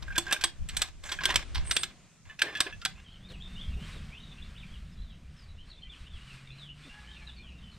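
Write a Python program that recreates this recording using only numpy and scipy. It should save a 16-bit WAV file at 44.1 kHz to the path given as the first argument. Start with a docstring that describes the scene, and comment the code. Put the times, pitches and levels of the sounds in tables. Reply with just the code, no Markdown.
"""Ratchet on a strap, outdoors

A steel ratchet is cranked: noise bursts ring body and pawl-spring modes, clinks ring the loose handle,
tick-modulated grit is the dragging pawl; decaying noise tails are the walls. Shaped noise makes wind buffets,
far engine drone, broad rush, hiss, jacket rustle and pallet knocks; gliding sines make engine notes, birdsong,
a low falling tone and a thin rough tone near the end. Stereo fades to mono just after 3 s, as the hiss stops."""
import sys
import numpy as np
from scipy import signal
from scipy.fft import rfft, irfft, next_fast_len
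from scipy.io import wavfile
from scipy.ndimage import uniform_filter1d, map_coordinates

SR = 44100
rng = np.random.default_rng(int(sys.argv[2]) if len(sys.argv) > 2 else 0)


def unload_wav(signal):
    """Save mono or channel-first audio to the path in sys.argv[1] as 16-bit WAV at rate SR, clipped to [-1, 1]."""
    wavfile.write(
        sys.argv[1],
        SR,
        np.round(np.clip(np.atleast_2d(signal).T, -1, 1) * 32767).astype(np.int16),
    )


N = 343098
MONO_FROM_S = 3.043

# wind and engines over time: t/s, buffet level/dB, drone level/dB
WIND_AND_DRONE = [(0, -47.5, -58.5), (.5, -57, -63.5), (.62, -45.5, -52.5), (.95, -52.5, -63.5),
                  (1.41, -46.5, -54), (1.48, -49, -69), (1.6, -37, -58), (2.1, -73, -64), (2.8, -58, -60.5),
                  (3.5, -46.5, -52), (3.8, -42.5, -47), (4.25, -51.5, -53.5), (4.8, -47.5, -52),
                  (5.85, -51.5, -61.5), (6.37, -57, -59), (7.0, -54.5, -59), (7.78, -53, -54.5)]
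# pawl snaps and scuffs: t/s, level/dB, treble/dB, bass/dB, burst t60/s
SNAPS = [(.0216, -36, -10, -4.5, 0.057), (.1562, -27.5, -7.5, -28, 0.029), (.1782, -15, -1.5, -6.5, 0.042),
         (.264, -35, -12, -2, .033), (.3069, -28, -8, -3, .017), (.3229, -13.5, -1, -8.5, 0.048),
         (.4087, -31, -2.5, -31, .09), (.4361, -13, -5.5, -8.5, 0.052), (.6853, -34.5, 2.5, -40, 0.062),
         (.6915, -31.5, -21, -23, .066), (.7659, -18.5, 0.5, -40, 0.04), (.8157, -15, -5, -18, 0.042),
         (1.0357, -35, -9.5, -5.5, 0.03), (1.0891, -31.5, -12, -14.5, 0.062),
         (1.1155, -22.5, -11, -8.5, 0.078), (1.2066, -34, -30, -0.5, 0.099), (1.2335, -23, -11, -19, 0.058),
         (1.2522, -12, -3, -14, 0.033), (1.3016, -24.5, -8, -2, .064), (1.3405, -25.5, -7, -21, 0.028),
         (1.3559, -9.5, -7, -20, 0.031), (1.5448, -29.5, -4.5, -15, .081), (1.553, -27.5, -27, -2, 0.13),
         (1.576, -34, -15, -1, 0.065), (1.6695, -38.5, -10, -10, 0.021), (1.709, -14.5, -6, -22, 0.044),
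         (1.764, -13, -7, -24.5, 0.034), (1.8309, -19.5, -6.5, -15.5, 0.046),
         (2.3895, -31, -8, -37.5, 0.071), (2.416, -12, -9.5, -21.5, 0.034),
         (2.5495, -33.5, -15.5, -40, .028), (2.5665, -32.5, -9.5, -31, .052),
         (2.602, -10.5, -8.5, -14.5, 0.038), (2.8137, -35.5, -18, -35, .04), (2.849, -15, -9, -44, .019),
         (2.8555, -16.5, -13, -13.5, 0.018), (3.318, -49.5, 0, -2, 0.016)]
# ratchet body modes: f/Hz, level/dB, t60/s
BODY_MODES = [(360.8, -11, 0.19), (604, -14.5, 0.18), (761, -9.5, 0.11), (1050, 0, 0.047), (1632, -9, 0.08),
              (2100, -15.5, 0.084), (2430, -19.5, 0.091), (2740, -37, .03), (3070, -6, .035),
              (3415, -5, 0.07), (3520, 1.5, 0.025), (4070, -23, 0.12), (5010, -36.5, 0.034)]


def amp(db):
    """Decibels to gain."""
    return 10 ** (np.asarray(db) / 20)


def unit(x):
    """Scale to rms 1."""
    return x / np.sqrt(np.mean(x ** 2) + 1e-20)


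def along(points, hz):
    """Interpolate (f/Hz, value) points on a log frequency axis."""
    f, v = np.transpose(points)
    return np.interp(np.log(hz + 1), np.log(f + 1), v)


def curves(rows):
    """One value per sample for each column after the time."""
    s, *cols = np.transpose(rows)
    return [np.interp(np.arange(N) / SR, s, c) for c in cols]


def wobble(knots_per_s):
    """Smooth random curve through normally distributed knots."""
    knots = rng.standard_normal(int(N * knots_per_s / SR) + 4)
    return map_coordinates(knots, [np.arange(N) * knots_per_s / SR])


def filtered(x, response):
    """Multiply the spectrum of x by a complex response of frequency."""
    m = next_fast_len(x.shape[-1] + 4096)
    spectrum = rfft(x, m) * response(np.fft.rfftfreq(m, 1 / SR))
    return irfft(spectrum, m)[..., :x.shape[-1]]


def swells(rows, sharp):
    """Gains of sine-arch gestures, powers summed, per level column of (start/s, length/s, level/dB, ..)."""
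    s, length, *cols = np.transpose(rows)[..., None]
    progress = np.clip((np.arange(N) / SR - s) / length, 0, 1)
    arch_power = np.sin(np.pi * progress) ** (2 * sharp)
    return [np.sqrt(np.abs(np.sum(arch_power * amp(2 * db), axis=0))) for db in cols]


def rush(spectrum, side_db, patchy_db):
    """Noise, patchy in time and frequency: mid of rms 1, side of rms side_db."""
    z = signal.stft(rng.standard_normal((2, N)), nperseg=512)[2]
    patches = uniform_filter1d(rng.standard_normal(z.shape[1:]), size=6, axis=0)
    patches = unit(uniform_filter1d(patches, size=10, axis=1))
    pair = signal.istft(z * amp(patchy_db * patches), nperseg=512)[1][:, :N]
    mid, side = filtered(pair, lambda hz: amp(along(spectrum, hz)))
    return np.array([unit(mid), amp(side_db) * unit(side)])


def grit(spectrum, scatter_db):
    """Dense tiny ticks of uneven size, coloured; rms 1."""
    ticks = rng.standard_normal(N) * amp(scatter_db * wobble(900))
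    return unit(filtered(ticks, lambda hz: amp(along(spectrum, hz))))


def arcs(rows, ends_db):
    """Note rows to (t/s, f/Hz, level/dB) tables: parabolic pitch, level ends_db at both ends re middle."""
    u = np.linspace(-1, 1, num=9)
    notes = []
    for s, length, first, mid, last, db in rows:
        hz = mid + (last - first) / 2 * u + ((first + last) / 2 - mid) * u * u
        notes.append(np.transpose([s + length * (u + 1) / 2, hz, db + ends_db * u * u]))
    return notes


def whistle(notes, jitter, flutter_db, edge_s):
    """Gliding sines with unsteady pitch and level, each fading in and out over edge_s."""
    out, shake, flutter = np.zeros(N), wobble(1 / edge_s), wobble(0.73 / edge_s)
    for note in notes:
        s, hz, db = np.transpose(note)
        i = np.arange(round(s[0] * SR), min(round(s[-1] * SR), N))
        t = i / SR
        fade = np.clip(np.minimum(t - s[0], s[-1] - t) / edge_s, 0, 1)
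        phase = 2 * np.pi * np.cumsum(np.interp(t, s, hz) * (1 + jitter * shake[i])) / SR
        level = amp(np.interp(t, s, db) + flutter_db * flutter[i])
        out[i] += np.sqrt(2) * fade * level * np.sin(phase)
    return out


def walls(x, delay_s, slap_db):
    """Two diffuse answers with frequency-dependent decay and a later lump from the far wall."""
    # wall decay: f/Hz, t60/s
    decay = [(250, 0.39), (1500, 0.22), (4000, 0.22), (9000, 0.13), (15000, 0.16)]
    hz, t, z = signal.stft(rng.standard_normal((2, SR // 3)), SR, nperseg=256)
    lump = 1 + amp(slap_db) * np.exp(-((t - .045) / .018) ** 2)
    fall = amp(-60 * t / along(decay, hz)[:, None])
    tail = signal.istft(z * lump * fall, SR, nperseg=256)[1]
    tail = np.pad(tail / np.linalg.norm(tail[0]), [(0, 0), (round(abs(delay_s) * SR), 0)])
    return signal.fftconvolve(x[None], tail, axes=1)


def wind():
    """Turbulence at the microphone: low noise with gusts, differing from port to port; mid and side."""
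    # buffet spectrum: f/Hz, level/dB
    buffet_spectrum = [(7.1, -31.5), (12, 4), (32, 2), (69, 3), (200, -26.5), (260, -50), (440, -120)]
    # puffs on the ports: start/s, length/s, level/dB
    gusts = [(.02, 0.16, -40), (.39, 0.13, -51), (.58, 0.087, -35), (.68, 0.18, -46), (1.33, 0.088, -38.5),
             (1.53, 0.13, -35.5), (2.24, 0.074, -49), (2.72, 0.095, -48.5), (3.62, 0.19, -35),
             (3.8, 0.39, -43.5), (4.4, 0.16, -45), (4.93, 0.15, -37.5), (5.35, 0.33, -46.5),
             (6.0, 0.054, -40), (6.09, .1, -41)]
    buffet = amp(curves(WIND_AND_DRONE)[0])  # slowly varying buffet level
    gain = np.hypot(buffet, swells(gusts, sharp=1.1)[0]) * amp(1.5 * wobble(14))
    return gain * rush(buffet_spectrum, side_db=2.5, patchy_db=.8)


def engine_drone():
    """Far engines merged into low, nearly mono noise; mid and side."""
    # drone spectrum: f/Hz, level/dB
    drone_spectrum = [(70, -17), (120, 7), (170, 6.5), (230, 0), (300, -25), (500, -43.5)]
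    return amp(curves(WIND_AND_DRONE)[1]) * rush(drone_spectrum, side_db=-18.0, patchy_db=1.5)


def broad_rush():
    """Broad shaped noise: outdoor rush, swelling with the ratchet's diffuse wash; mid and side."""
    # level over time: t/s, level/dB
    rush_level = [(0, -60), (.35, -62), (.55, -61), (1.08, -64.5), (1.23, -55), (1.71, -54.5), (2.3, -70),
                  (2.58, -56.5), (2.95, -64.5), (3.83, -56.5), (5.0, -64), (6.76, -64), (6.96, -62),
                  (7.78, -62.5)]
    # rush spectrum: f/Hz, level/dB
    rush_spectrum = [(150, -7.5), (250, 0.5), (469, -7), (703, -7), (868, -12), (1050, -8.5), (2070, -8.5),
                     (2880, -9.5), (4650, -15.5), (7860, -22), (9000, -21), (11700, -53), (19800, -120)]
    return amp(curves(rush_level)[0]) * rush(rush_spectrum, side_db=-9, patchy_db=1.3)


def treble_hiss():
    """Faint wide treble noise that stops where the sound turns mono; mid and side."""
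    # hiss spectrum: f/Hz, level/dB
    hiss_spectrum = [(3000, -10), (7000, 7), (10000, -7.5), (13000, -15.5), (15000, -42)]
    gate = np.arange(N) < MONO_FROM_S * SR
    return amp(-72) * gate * rush(hiss_spectrum, side_db=3.5, patchy_db=2.5)


def ports(hz):
    """Level and phase of the ratchet at the left and right port."""
    # level difference: f/Hz, left minus right/dB
    lean = [(150, 0), (700, -2.5), (1300, -2.5), (2400, -.5), (4400, -2), (8100, -2), (12000, -6),
            (15000, -9)]
    # phase difference: f/Hz, left lag/rad
    lag = [(300, .05), (3700, .9), (5500, 1.25), (9000, 1.6), (15000, 1.6)]
    side = np.array([[1], [-1]]) / 2
    return amp(along(lean, hz) * side) * np.exp(-1j * along(lag, hz) * side)


def ticking():
    """Gain of the dragging: judder plus sharp random ticks of loose parts; rms 1."""
    ticks_per_s, tick_db, tick_t60_s = 110, -0.5, 0.039  # level before rms scaling
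    ticks = (rng.random(N) < ticks_per_s / SR) * rng.exponential(size=N) * amp(tick_db)
    fall = amp(-60 * np.arange(SR // 20) / SR / tick_t60_s)
    return unit(amp(1.4 * wobble(120)) + signal.fftconvolve(ticks, fall)[:N])


def pawl_drag():
    """The pawl grinds on the teeth around and between the snaps and wakes the body modes; mono."""
    # handle strokes: start/s, length/s, body level/dB, treble level/dB
    strokes = [(0, 0.52, -53, -66.5), (.24, 0.16, -42.5, -57), (.38, 0.12, -44.5, -61.5),
               (.68, 0.24, -47, -57), (1.02, 0.19, -46, -50.5), (1.2, 0.25, -36, -52),
               (1.52, 0.42, -49.5, -63.5), (2.24, 0.13, -54.5, -71), (2.39, 0.17, -41, -66.5),
               (2.56, 0.17, -42.5, -74), (2.85, 0.19, -58.5, -77)]
    body_gain, treble_gain = swells(strokes, sharp=0.91)
    judder = ticking()
    body_spectrum = [(250, -13), (700, -8.5), (1650, 1.5), (2600, -4.0), (3400, -9.0), (5500, -14.5),
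                     (8000, -40)]
    treble_spectrum = [(4000, -15), (6000, 2.5), (7800, 2.5), (9500, -11.5), (13000, -16.5), (15500, -45.5)]

    def steel(f):
        resonances = sum(1j * f * 110 / (hz * hz - f * f + 1j * f * 110) for hz, _, _ in BODY_MODES)
        return amp(-9) + resonances  # direct path plus modes 110 Hz wide

    body = filtered(body_gain * grit(body_spectrum, scatter_db=0.5), steel)
    treble = treble_gain * grit(treble_spectrum, scatter_db=2.0)
    return judder * (body + treble)


def snap(t, db, treble_db, bass_db, t60_s):
    """Lumpy steel-on-steel chatter that cracks and rings body and pawl spring."""
    # crack spectrum: f/Hz, level/dB
    crack_spectrum = [(120, -43.5), (200, -55.5), (821, 4), (1620, 4.5), (2210, 2.5), (3760, 5.5),
                      (6050, -2), (6400, -12.5), (7970, -30.5), (9580, -21.5), (15100, -28.5), (16000, -55)]
    # pawl spring modes: f/Hz, level/dB, t60/s
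    spring_modes = [(7060, -8, 0.028), (7740, 13, 0.0096), (8420, -3, 0.039), (8290, -3, 0.022)]
    rise_s = 0.0035
    shape = np.minimum(t / rise_s, 1) ** 2 * amp(-60 * np.maximum(t - rise_s, 0) / t60_s)
    lumps_db = 3 * rng.standard_normal(len(t) // 40 + 1).repeat(40)[:len(t)]  # about 1 ms each
    chatter = shape * amp(lumps_db)

    tilt = [(900, bass_db + 1.0), (1500, 0), (5500, 0), (7000, treble_db + 15)]
    crack = filtered(chatter * rng.standard_normal(len(t)),
                     lambda hz: amp(along(crack_spectrum, hz) + along(tilt, hz)))
    crack *= np.linalg.norm(shape) / np.linalg.norm(crack)

    modes = [(hz, g + (bass_db + 5.0) * (hz < 1200), d) for hz, g, d in BODY_MODES]
    modes += [(hz, g + treble_db + 2.5, d) for hz, g, d in spring_modes]
    ring = 0
    for hz, g, d in modes:  # random mode levels and pitches at each snap
        fall = amp(g + rng.normal(0, 3.5) - 60 * t / d)
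        ring = ring + fall * np.sin(2 * np.pi * hz * (1 + .03 * rng.normal()) * t)
    push = (chatter * rng.standard_normal(len(t)))[:SR // 40]  # the chatter drives the modes
    rung = signal.fftconvolve(ring, push / np.linalg.norm(push))[:len(t)]
    return amp(db) * (amp(-5.5) * crack + amp(-13.0) * rung)


def clink(t, db, hz, upper_db, t60_s):
    """Soft contact of the loose handle: an unsteady ring with upper modes."""
    # upper modes: multiple of base f, level/dB before upper_db and scatter
    upper_modes = [(1.49, -0.5), (1.58, 0), (1.97, -3.5), (3.468, -13)]
    modes = [(0.99, 0)]
    modes += [(k * (1 + 0.021 * rng.normal()), g + upper_db + rng.normal(0, 3.5)) for k, g in upper_modes]
    drift = np.cumsum(rng.standard_normal((len(modes), len(t))), axis=1) * .045
    # random phase drift roughens the ring
    ring = sum(amp(g) * np.sin(2 * np.pi * hz * k * t + np.sqrt(k) * d) for (k, g), d in zip(modes, drift))
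    rattle = amp(1.8 * uniform_filter1d(rng.standard_normal(len(t)), size=100) * np.sqrt(100))
    return amp(db - 60 * t / t60_s) * (1 - np.exp(-t / .0015)) * rattle * ring


def damped(s, t):
    """Gain of a clink begun at s: the next snap above -20 dB grips the handle, t60 30 ms."""
    stop = min([c - s for c, db, *_ in SNAPS if db > -20 and c > s + .008] + [1])
    return amp(-60 * np.maximum(t - stop, 0) / .03)


def ratchet_contacts():
    """Snaps and clinks reach both ports directly and off the walls; left and right."""
    # handle clinks: t/s, level/dB, base f/Hz, upper modes level/dB, t60/s
    clinks = [(.08, -31, 1643, -35, 0.05), (0.1039, -29.5, 1638, -40, 0.089),
              (0.1228, -34, 1610, -10, .052), (.1523, -34, 1604, -10, 0.13), (0.1638, -24, 1594, -27, 0.12),
              (0.2663, -28, 1612, -29, .078), (0.2892, -31, 1617, -16, 0.1), (.313, -25.5, 1694, -12, 0.16),
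              (0.3436, -29.5, 1590, -5.5, .057), (0.3625, -25, 1610, -10, 0.038),
              (0.409, -37.5, 1597, -4, 0.17), (1.0889, -34.5, 1620, -23, 0.11),
              (1.1878, -21, 1650, -16, 0.037), (1.2058, -31.5, 1546, -6, 0.065),
              (1.2362, -32, 1616, -4, .098), (1.3, -24, 1870, -5, .07), (2.2971, -37, 1760, -8, 0.093),
              (2.389, -40, 1705, -5, 0.48), (2.4191, -7, 1622, -14, 0.024), (2.467, -34.5, 1800, -13, 0.21),
              (2.5513, -27, 1740, -7.5, 0.13), (2.664, -30, 1705, -8, 0.06),
              (2.7253, -35.5, 1740, -5, 0.084), (2.821, -44, 1401, -12, 0.21)]
    out, t = np.zeros((2, N + SR)), np.arange(SR // 6) / SR
    hits = [(s, snap(t, *row)) for s, *row in SNAPS]
    hits += [(s, damped(s, t) * clink(t, *row)) for s, *row in clinks]
    spread = [(500, .2), (3000, 0.44), (8000, .9)]  # f/Hz, side gain of the echo
    for s, hit in hits:
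        echo = amp(-14.5) * walls(hit, delay_s=0.0084, slap_db=-5)
        echo_side = filtered(echo[1], lambda hz: along(spread, hz))
        i = round(s * SR)
        out[:, i:i + len(t)] += filtered(hit, ports)
        out[:, i:i + echo.shape[1]] += 0.63 * echo[0] + echo_side * [[1], [-1]]
    return out[:, :N]


def pallet_thumps():
    """Dull knocks on the pallet: decaying low noise bursts with no ring."""
    # knocks: t/s, level/dB, t60/s
    knocks = [(0.328, -46, .066), (2.424, -35.5, 0.28), (2.462, -47, 0.064), (2.607, -48, 0.038),
              (2.66, -31, 0.079), (3.29, -46, 0.19), (3.761, -51, 0.33), (3.962, -33.5, 0.031),
              (6.861, -47.5, .11)]
    spectrum = [(200, -7), (330, 16.5), (700, 7.5), (1500, -25)]
    out, t = np.zeros(N + SR), np.arange(SR // 4) / SR
    for s, db, t60_s in knocks:
        puff = unit(filtered(rng.standard_normal(len(t)), lambda hz: amp(along(spectrum, hz))))
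        out[round(s * SR):][:len(t)] += amp(db - 60 * t / t60_s) * (1 - np.exp(-t / 0.012)) * puff
    return out[:N]


def pivot_squeal():
    """The pivot squeals as grit in a narrow band; mono."""
    # squeals: start/s, length/s, level/dB
    squeals = [(1.64, 0.227, -38), (1.97, 0.37, -84)]
    spectrum = [(7400, -47.5), (8200, -6.5), (8500, -4), (8900, -10), (9700, -52)]
    return swells(squeals, sharp=0.93)[0] * grit(spectrum, scatter_db=-0.5)


def distant_birds(count):
    """Random short glides of faint birds further off, as note tables."""
    # level over time: t/s, level/dB
    far_birds_level = [(2.9, -66), (4.5, -62), (5.3, -72), (6, -63), (7.2, -62), (7.78, -59)]
    # start/s, f/Hz, bend/octaves, length/s, level offset/dB
    rows = rng.random((count, 5)) * [4.75, 1800, .45, .03, 7] + [2.95, 2300, -.3, .015, -11]
    notes = []
    for s, hz, bend, length, size_db in rows:
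        db = np.interp(s, *np.transpose(far_birds_level)) + size_db
        notes.append([(s, hz, db), (s + length, hz * 2 ** bend, db)])
    return notes


def birds():
    """Warbled, slightly hoarse gliding notes, smeared by the trees and walls around; mono."""
    # two or three birds overlapping: start/s, length/s, first f/Hz, middle f/Hz, last f/Hz, level/dB
    song_notes = [(2.95, 0.066, 2500, 2720, 2880, -60.5), (3.04, .06, 3400, 3140, 3120, -60.5),
                  (3.11, .03, 4350, 4290, 4160, -71), (3.12, 0.058, 3300, 3050, 2920, -60),
                  (3.21, 0.062, 3220, 3500, 3740, -58.5), (3.28, .15, 9100, 7900, 7300, -78),
                  (3.287, 0.076, 4450, 3300, 2390, -54.5), (3.37, 0.038, 2650, 2584, 3250, -65),
                  (3.4, .03, 3140, 3350, 3730, -53.5), (3.43, 0.051, 3630, 3620, 3600, -54.5),
                  (3.52, .05, 3630, 3620, 3600, -60), (3.47, .05, 2570, 2680, 2740, -67),
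                  (3.56, 0.068, 2760, 3190, 3610, -51.5), (3.627, 0.037, 3610, 3250, 3190, -55),
                  (3.7, .05, 2810, 2755, 2500, -61.5), (3.77, 0.085, 2730, 2975, 3290, -55.5),
                  (3.92, 0.043, 3850, 3840, 3850, -60), (3.96, .04, 3870, 3530, 3030, -58),
                  (4.1, 0.092, 2160, 2610, 3260, -56), (4.22, 0.12, 3870, 3700, 3500, -59.5),
                  (4.36, .05, 2540, 2760, 2910, -61), (4.41, 0.027, 3330, 3450, 3400, -54.5),
                  (4.42, 0.039, 3620, 3900, 4680, -61), (4.55, 0.045, 2350, 3300, 4020, -56),
                  (4.594, 0.052, 3800, 2900, 2000, -58), (4.68, 0.071, 3050, 3230, 3420, -60),
                  (4.732, 0.033, 3440, 3040, 2830, -56.5), (4.91, .04, 5210, 5180, 5080, -68),
                  (4.97, 0.11, 3860, 4010, 3480, -67.5), (5.067, 0.061, 3510, 3420, 2900, -65.5),
                  (5.36, 0.1, 5480, 4900, 4300, -69.5), (5.48, 0.052, 3880, 3930, 3940, -65),
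                  (5.575, 0.048, 2700, 2994, 3210, -57.5), (5.67, 0.035, 3850, 4350, 4500, -65.5),
                  (5.7, 0.041, 4510, 3900, 3360, -57), (5.756, 0.042, 3375, 3580, 3400, -59.5),
                  (5.82, 0.03, 3120, 3086, 3050, -53), (5.835, .05, 2010, 1993, 2040, -69.5),
                  (5.89, 0.063, 3470, 3370, 2260, -53.5), (6.04, 0.05, 2630, 2850, 3400, -61),
                  (6.11, 0.042, 3590, 3480, 3270, -55.5), (6.15, 0.036, 3410, 2950, 2500, -54.5),
                  (6.195, 0.052, 2800, 2890, 3140, -61), (6.27, 0.064, 2965, 2830, 2420, -58.5),
                  (6.44, .11, 1820, 2470, 2900, -64.5), (6.47, 0.051, 3640, 3570, 3550, -60),
                  (6.515, 0.03, 3970, 4060, 4034, -61), (6.58, 0.12, 4140, 3423, 2730, -54.5),
                  (6.68, .045, 2780, 2920, 3000, -50.5), (6.83, 0.058, 3440, 3584, 3650, -60.5),
                  (6.89, 0.048, 2750, 2810, 2910, -52), (7.07, 0.061, 2930, 3150, 3250, -58.5),
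                  (7.12, 0.12, 3260, 2620, 2240, -60.5), (7.12, 0.042, 3830, 3690, 3500, -58),
                  (7.265, 0.054, 4110, 3606, 3350, -57), (7.36, .035, 4700, 4420, 4100, -57.5),
                  (7.36, 0.072, 2390, 2380, 2500, -59), (7.42, .09, 3590, 3060, 2620, -57),
                  (7.53, .07, 2820, 2760, 2690, -64.5), (7.62, 0.087, 3150, 3050, 2967, -60),
                  (7.71, 0.054, 4500, 3950, 3600, -66)]
    notes = arcs(song_notes, ends_db=-3.5) + distant_birds(count=220)
    song = whistle(notes, jitter=.011, flutter_db=3.5, edge_s=.005)
    song *= 1 + .45 * wobble(500)  # hoarseness
    return song + amp(-5) * walls(song, delay_s=0.0071, slap_db=-27)[0, :N]


def jacket():
    """Nylon jacket and strap swish: swelling, unsteady grit; mono."""
    # swishes: start/s, length/s, level/dB
    swishes = [(2.95, 0.3, -68), (3.29, 0.05, -56.5), (3.42, 0.34, -58), (3.78, 0.23, -52), (3.95, .2, -58),
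               (4.1, 0.94, -62.5), (5.3, 0.2, -65.5), (5.65, 0.078, -63.5), (5.9, .2, -59),
               (6.1, 0.45, -56.5), (6.53, 0.16, -60.5), (6.73, 0.36, -57), (7.0, 0.41, -60),
               (7.56, 0.53, -63.5)]
    # nylon spectrum: f/Hz, level/dB
    nylon_spectrum = [(500, -31), (1100, -1.5), (2500, 0), (4500, -6.5), (6500, -15.5), (8500, -12),
                      (10000, -23), (13000, -30), (14500, -52)]
    gain = swells(swishes, sharp=0.65)[0] * amp(1.15 * wobble(12))
    return gain * grit(nylon_spectrum, scatter_db=1.0)


def engine_notes():
    """Engine notes that stand out of the drone, as unsteady low sines; mono."""
    # notes: start/s, length/s, first f/Hz, middle f/Hz, last f/Hz, level/dB
    engine_rows = [(3.1, 0.54, 188, 188, 183, -56.5), (6.15, .75, 129, 139, 150, -54.5),
                   (6.92, .86, 59.8, 61, 62, -51.5)]
    return whistle(arcs(engine_rows, ends_db=-3.5), jitter=0.023, flutter_db=1.5, edge_s=.08)


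def falling_tone():
    """Short low falling tone, one unsteady sine; mono."""
    # note: start/s, length/s, first f/Hz, middle f/Hz, last f/Hz, level/dB
    falling_rows = [(6.845, 0.061, 333, 270, 205, -55.5)]
    return whistle(arcs(falling_rows, ends_db=-4), jitter=.02, flutter_db=1, edge_s=.01)


def rough_tone():
    """Thin tone of two partials, roughened by fast random level changes; mono."""
    # notes: start/s, length/s, first f/Hz, middle f/Hz, last f/Hz, octave partial level/dB
    rough_rows = [(6.9, .18, 822, 832, 855, -60), (7.07, .1, 855, 860, 860, -65),
                  (7.2, .11, 880, 862, 860, -62.5)]
    # partials: multiple of f, level/dB
    partials = [(1, -8), (2, 0)]
    notes = arcs(rough_rows, ends_db=-4)
    stack = [n * [1, k, 1] + [0, 0, db] for n in notes for k, db in partials]
    return whistle(stack, jitter=.012, flutter_db=2.5, edge_s=.012) * (1 + .5 * wobble(300))


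def scene():
    """Sum of all sources; the side signal fades out, leaving mono."""
    side_gain, side_fade_s = 0.94, 0.16
    mid, side = wind() + engine_drone() + broad_rush() + treble_hiss()
    left, right = ratchet_contacts() + filtered(pawl_drag() + pivot_squeal(), ports)
    mid += (left + right) / 2
    side += (left - right) / 2
    mid += pallet_thumps() + birds() + jacket() + engine_notes() + falling_tone() + rough_tone()
    side *= side_gain * np.clip((MONO_FROM_S - np.arange(N) / SR) / side_fade_s, 0, 1)
    return np.array([mid + side, mid - side])


def record(dry):
    """The microphone loses the highest treble; nothing is kept from 16.1 kHz up."""
    return filtered(dry, lambda hz: amp(along([(14000, 0), (15500, -17.0)], hz)) * (hz < 16100))


dry = scene()
out = record(dry)
unload_wav(out)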